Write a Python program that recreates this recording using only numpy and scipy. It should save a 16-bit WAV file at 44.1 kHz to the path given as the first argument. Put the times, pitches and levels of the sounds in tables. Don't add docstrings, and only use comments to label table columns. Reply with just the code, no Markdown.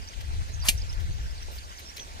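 import sys
import numpy as np
from scipy import signal
from scipy.fft import rfft, irfft
from scipy.io import wavfile
from scipy.ndimage import uniform_filter1d

SR = 44100
rng = np.random.default_rng(int(sys.argv[2]) if len(sys.argv) > 2 else 0)


def nominal_scale(level):
    x = np.asarray(level, float) / 20
    return 10 ** x


def log_audio(samples):
    frames = np.atleast_2d(samples).T
    limited = np.clip(frames, -1, 1)
    pcm = np.round(limited * 32767).astype(np.int16)
    wavfile.write(sys.argv[1], SR, pcm)


N = 97020


def evened(x):
    return x / np.sqrt(np.mean(x ** 2) + 1e-20)


def read(points, hz):
    f, value = np.transpose(points)
    return np.interp(np.log(hz + 1), np.log(f + 1), value)


def shape(x, gain):
    return irfft(rfft(x) * gain(np.fft.rfftfreq(N, 1 / SR)), N)


def high_pass(hz, cut_hz, steepness):
    return 1 / (1 + (cut_hz / (hz + 1)) ** steepness)


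def ports(x, other, lead, alike, right_db=lambda hz: 0):
    def shared(hz):
        return np.clip(alike(hz), 0, 1)

    right = shape(x, lambda hz: shared(hz) * np.exp(-1j * lead(hz)))
    right = right + shape(other, lambda hz: np.sqrt(1 - shared(hz) ** 2))
    return np.array([x, shape(right, lambda hz: nominal_scale(right_db(hz)))])


def add(mix, s, sound):
    part = mix[round(s * SR):][:len(sound)]
    part += sound[:len(part)]


def ring(hz, db, t60):
    t = np.arange(4000) / SR
    return nominal_scale(db - 60 * t / t60) * np.sin(2 * np.pi * hz * t)


# (time [s], level [dB], left minus right [dB])
WIND_GUSTS = [(0.0, -42, -12), (0.12, -49, 7.5), (0.179, -43, 20.5), (0.21, -40.5, 5.5), (0.422, -32, 6),
              (0.45, -44.5, -10), (0.479, -37, 10), (0.69, -33, -1.5), (0.77, -36, 4.5),
              (0.91, -36.5, -4.5), (0.99, -34, 8.5), (1.05, -35.5, 10.5), (1.099, -30, -14.5),
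              (1.14, -37, 16), (1.26, -34.5, -8.5), (1.3, -40, 3), (2.01, -53.5, -1.5), (2.2, -44, 7)]
# (frequency [Hz], level [dB])
WIND_COLOUR = [(12, -62), (20, -0.5), (43, -1.5), (67, 3.5), (162, -24), (264, -53), (331, -37.5),
               (400, -50), (520, -60), (880, -120)]


def wind():
    buffet_hz, usual_gust_db = 110, -37.5
    t = np.arange(N) / SR
    s, db, pan = np.transpose(WIND_GUSTS)
    level_db = np.interp(t, s, db)
    noise = rng.standard_normal((2, N))
    low = np.array([evened(shape(v, lambda hz: nominal_scale(read(WIND_COLOUR, hz)))) for v in noise])
    top = shape(low, lambda hz: high_pass(hz, buffet_hz, 10))
    low = low + top * (nominal_scale(level_db - usual_gust_db) - 1)
    return low * nominal_scale(level_db + 4.5 + np.outer([.5, -.5], np.interp(t, s, pan)))


# (frequency [Hz], level [dB])
HISS_COLOUR = [(100, 1.5), (300, -3.5), (880, 0), (1220, -0.5), (1900, -4), (6000, -7), (9000, -15.5),
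               (15200, -27)]
# (frequency [Hz], share [0-1])
HISS_ALIKE = [(200, .7), (950, .955), (1300, .993), (2300, .5), (4400, .08), (15000, .1)]


def hiss():
    level_db, lag_s = -47.5, 0.00044
    rustle_s, rustle_db, rustle_hz = 1.35, 2, 7500
    frames = N // 128 + 8
    bins_hz = np.fft.rfftfreq(512, 1 / SR)
    patches = uniform_filter1d(rng.standard_normal((frames, 257)), 14, 0)
    patches = evened(uniform_filter1d(patches, 8, 1))
    flicker = evened(uniform_filter1d(rng.standard_normal(frames), 10))
    field = nominal_scale(read(HISS_COLOUR, bins_hz) + 2.1 * patches + 0.4 * flicker[:, None])
    late = np.clip((np.arange(frames) * 128 / SR - rustle_s) / 0.18, 0, 1)
    field = field * nominal_scale(rustle_db * np.outer(late, high_pass(bins_hz, rustle_hz, 4)))
    streams = []
    for a, b in rng.standard_normal((2, 2, frames, 257)):
        noise = signal.istft(((a + 1j * b) * field).T, nperseg=512, noverlap=384)[1]
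        streams.append(evened(noise[:N]))
    return nominal_scale(level_db) * ports(*streams, lambda hz: 2 * np.pi * hz * lag_s,
                                 lambda hz: read(HISS_ALIKE, hz), lambda hz: 1.95 * (hz > 1500))


# (time [s], length [s], from [Hz], to [Hz], level [dB])
CHIRP_SLIDES = [(.018, 0.012, 5230, 4660, -62), (.036, 0.0087, 4840, 4240, -61),
                (.075, 0.024, 5300, 6700, -56.5), (.539, 0.01, 6300, 5400, -52.5),
                (.543, 0.0069, 4240, 3670, -57), (.595, 0.028, 6100, 5480, -55.5),
                (.772, 0.014, 6000, 5500, -52), (.785, 0.0066, 5430, 4650, -56.5),
                (.8, 0.004, 5100, 4800, -58), (.813, 0.012, 5410, 4640, -50.5),
                (.89, 0.021, 5200, 5160, -52), (.924, 0.014, 6150, 5300, -53.5),
                (.93, 0.0047, 5370, 4670, -54.5), (1.305, 0.017, 5300, 5000, -65),
                (1.378, 0.0088, 4770, 4200, -60), (1.425, 0.0076, 5550, 5800, -53),
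                (1.583, 0.011, 4940, 3630, -55), (1.63, 0.015, 4900, 4000, -60),
                (1.69, 0.018, 5700, 4540, -60.5), (1.771, 0.021, 6630, 3840, -58),
                (1.85, 0.04, 5530, 5220, -60), (1.986, 0.042, 6120, 5870, -55),
                (2.022, 0.013, 6060, 5500, -56)]
# (time [s], length [s], end [Hz], middle [Hz], level [dB])
CHIRP_ARCHES = [(.074, 0.015, 5240, 4590, -59), (.522, 0.047, 6300, 6570, -60.5),
                (.616, 0.027, 5300, 4690, -51), (.66, 0.028, 4870, 4770, -49),
                (.78, 0.031, 6300, 6500, -62), (1.883, 0.027, 5270, 5680, -54),
                (1.12, 0.019, 6160, 6330, -67)]


def chirps():
    out = np.zeros(N)
    kinds = ((CHIRP_SLIDES, lambda u: u ** 1.22), (CHIRP_ARCHES, lambda u: np.sin(np.pi * u)))
    for rows, path in kinds:
        for s, length, a_hz, b_hz, db in rows:
            u = np.arange(0, 1, 1 / (length * SR))
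            hz = a_hz + (b_hz - a_hz) * path(u)
            swell = nominal_scale(db + 8.0) * np.sin(np.pi * u) ** 0.36
            add(out, s, swell * np.sin(2 * np.pi * np.cumsum(hz) / SR))
    flutter = uniform_filter1d(uniform_filter1d(rng.standard_normal(N), 70), 70)
    return out * nominal_scale(3.8 * evened(flutter))


# (time [s], length [s], level [dB])
FAR_WHISTLES = [
    (.205, .04, -63),
    (.28, .12, -62),
    (1.0, .22, -62),
    (1.51, .08, -61),
    (1.62, .12, -66),
    (2.13, .06, -62),
]


def far_whistles():
    start_hz, sag_hz_per_s, width_hz = 4050, 1600, 180
    out = np.zeros(N)
    r = np.exp(-np.pi * width_hz / SR)
    noise = rng.standard_normal(N) + 1j * rng.standard_normal(N)
    fuzz = signal.lfilter([1], [1, -2 * r, r * r], noise)
    fuzz /= np.std(fuzz)
    for s, length, db in FAR_WHISTLES:
        t = np.arange(0, length, 1 / SR)
        turn = np.exp(2j * np.pi * np.cumsum(start_hz - sag_hz_per_s * t) / SR)
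        swell = nominal_scale(db + 4) * np.sin(np.pi * t / length) ** .5
        add(out, s, swell * (fuzz[round(s * SR):][:len(t)] * turn).real)
    return out


def birds():
    lag_s, right_db, echo_db, echo_t60 = .000447, 6, -11, .09
    song = chirps() + far_whistles()
    tail = rng.standard_normal((2, 8000)) * nominal_scale(-60 * np.arange(8000) / SR / echo_t60)
    echo = signal.fftconvolve(song[None], tail / np.linalg.norm(tail[0]), axes=1)[:, :N]
    direct = ports(song, song, lambda hz: 2 * np.pi * hz * lag_s, lambda hz: 1,
                   lambda hz: right_db * (hz > 4200))
    return direct + nominal_scale(echo_db) * echo


# (frequency [Hz], phase [rad])
KNIFE_PHASE = [(400, 0), (1100, .9), (2450, 1.2), (2650, -2), (4600, -.3), (6400, .9), (9400, 3.9),
               (15000, 4)]
# (frequency [Hz], share [0-1])
KNIFE_LIKENESS = [(800, .75), (1500, .4), (2300, .45), (2800, .9), (5500, .8), (8000, .45), (12000, .2)]
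# (frequency [Hz], right minus left [dB])
KNIFE_BALANCE = [(10500, 0), (12000, 8), (15000, 10)]


def knife_ports(x, other):
    return ports(x, other, lambda hz: read(KNIFE_PHASE, hz), lambda hz: read(KNIFE_LIKENESS, hz),
                 lambda hz: read(KNIFE_BALANCE, hz))


def struck(rows):
    out = np.zeros(N)
    for s, db, hz, t60 in rows:
        add(out, s, ring(hz, db, t60) * np.minimum(np.arange(4000) * hz / SR / 2, 1))
    return out


def fibres(spread_db):
    snaps_per_s, bed = 9000, .7
    size = nominal_scale(spread_db * np.minimum(rng.exponential(1, (2, N)), 4)) * rng.standard_normal((2, N))
    snaps = size * (rng.random((2, N)) < snaps_per_s / SR)
    return [evened(v) for v in snaps + bed * rng.standard_normal((2, N))]


# (frequency [Hz], level [dB])
FIBRE_COLOUR = [(500, -30), (800, -20), (1300, -30), (2600, -4), (4700, -7), (7500, -5), (10500, -4),
                (15000, -22)]


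def fibre_colour_db(hz):
    return read(FIBRE_COLOUR, hz)


# (time [s], length [s], level [dB], brightness [dB per octave])
LIGHT_SCRAPES = [(0.132, 0.019, -51, -13), (.205, .02, -48, -7), (0.486, 0.013, -70, 2),
                 (0.928, 0.022, -54, -6.5), (.995, 0.037, -54, -7.5), (1.131, 0.02, -63, -4),
                 (1.421, .02, -57, -10), (1.512, 0.05, -58, -2), (1.55, .05, -58, -2),
                 (1.786, 0.014, -57, -2), (1.79, .028, -53, -6), (1.963, .007, -49, -6),
                 (1.967, .011, -48, -3), (1.976, 0.013, -45, -9), (1.992, 0.012, -46, -10),
                 (2.002, 0.018, -52, -11)]
# (time [s], level [dB], frequency [Hz], t60 [s])
POLE_TICKS = [(1.482, -37, 430, .03), (1.483, -41, 640, .03), (1.484, -43, 900, .03),
              (1.212, -42, 3300, .01), (1.9705, -32, 5400, .014), (1.9705, -32, 4050, .014),
              (1.973, -31, 4100, .008), (1.9845, -36, 2300, .01), (.208, -42, 2200, .015),
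              (.244, -43, 2000, .02), (1.9805, -33, 6400, .01), (1.982, -32, 3200, .008),
              (1.9963, -30, 3250, .008), (1.9978, -28, 3300, .01), (1.998, -36, 4500, .008),
              (2.013, -38, 2750, .015)]


def scrapes():
    out = np.zeros((2, N))
    grain = np.array(fibres(spread_db=4.5))
    t = np.arange(N) / SR
    for s, length, db, tilt_db in LIGHT_SCRAPES:
        def colour(hz):
            tilt = tilt_db * np.log2(np.maximum(hz, 3000) / 4000)
            return nominal_scale(0.2 * fibre_colour_db(hz) + tilt - 16 * (hz < 1500))

        stroke = np.sin(np.pi * np.clip((t - s) / length, 0, 1) ** 0.6)
        out += shape(grain * stroke, colour) * nominal_scale(db + 11.0)
    return knife_ports(out[0] + struck(POLE_TICKS), out[1])


# (frequency [Hz], level [dB], t60 [s])
POLE_TONES = [(620, -14, .035), (1860, -5, .025), (2420, 2, .025), (2800, 1, .018), (3350, -3, .018),
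              (4450, -3, .018), (4750, -2, .02), (5620, -6, .015), (6450, -4, .015), (9300, -3, .015)]
# (time [s], level [dB])
TEAR_EFFORT = [
    (.605, -91),
    (0.651, -38),
    (0.678, -30.5),
    (0.6845, -34.5),
    (0.6885, -15),
    (0.693, -17.5),
    (0.702, -27.5),
    (0.723, -41),
    (.79, -64),
]


def tearing():
    s, db = np.transpose(TEAR_EFFORT)
    effort = nominal_scale(np.interp(np.arange(N) / SR, s, db, -140, -140))
    pole = sum(ring(*tone) for tone in POLE_TONES)
    pole = pole / np.linalg.norm(pole)

    def colour(hz):
        return nominal_scale(fibre_colour_db(hz))

    norm = np.sqrt(np.mean(colour(np.fft.rfftfreq(N, 1 / SR)) ** 2))
    out = []
    for v in fibres(spread_db=1.5):
        direct = shape(v * effort, colour) / norm
        out.append(direct + nominal_scale(-12) * signal.oaconvolve(v * effort, pole)[:N])
    return np.array(out)


def snap():
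    hz, db, t60 = 3000, -3.5, .0035
    tones = ring(hz, db - 4, t60) + ring(1.55 * hz, db - 4, t60) + ring(2.2 * hz, db - 9, t60)
    return tones * np.minimum(np.arange(4000) / 25, 1) * 2.5


def grind():
    start_s, end_s, level_db, centre_hz = .618, .692, -41, 1150
    u = np.clip((np.arange(N) / SR - start_s) / (end_s - start_s), 0, 1)
    stroke = nominal_scale(level_db) * np.sin(np.pi * u ** 1.38)

    def band(hz):
        return 1 / (1 + np.log2((hz + 1) / centre_hz) ** 4)

    return np.array([evened(shape(v, band)) for v in fibres(spread_db=4.5)]) * stroke


# (time [s], level [dB], frequency [Hz], t60 [s])
FREED_HALVES = [(.6862, -23, 2410, .05), (.6866, -12, 2790, .045), (.6864, -23, 3350, .045),
                (.6864, -26, 4450, .04), (.6868, -28, 4670, .04), (.6864, -25, 5630, .04),
                (.6868, -23, 6430, .04), (.687, -23, 1850, .07), (.686, -34, 620, .07),
                (.686, -35, 860, .06), (.689, -16, 11000, .008), (.6933, -23, 12300, .008),
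                (.6925, -22, 9280, .03), (.687, -35, 730, .05)]


def split():
    snap_s = .6853
    crack = tearing()
    add(crack[0], snap_s, snap())
    crack = shape(crack, lambda hz: .25 + .75 * high_pass(hz, 1700, 8))
    add(crack[0], snap_s, ring(hz=215, db=-27, t60=0.04))
    a, b = crack + grind()
    halves = struck(FREED_HALVES)
    return knife_ports(a + halves, b + np.roll(halves, 37))


def scene():
    return wind() + hiss() + birds() + scrapes() + split()


def top_cut(x):
    return signal.sosfilt(signal.butter(12, 16480, fs=SR, output="sos"), x)


def record(dry):
    def edge(hz):
        slope_db = -14 * np.clip((hz - 15300) / 300, 0, 1)
        return nominal_scale(slope_db - 12 * (hz > 15750) - 60 * (hz > 16450))

    mix = shape(dry, edge)
    return top_cut(mix)


dry = scene()
out = record(dry)
log_audio(out)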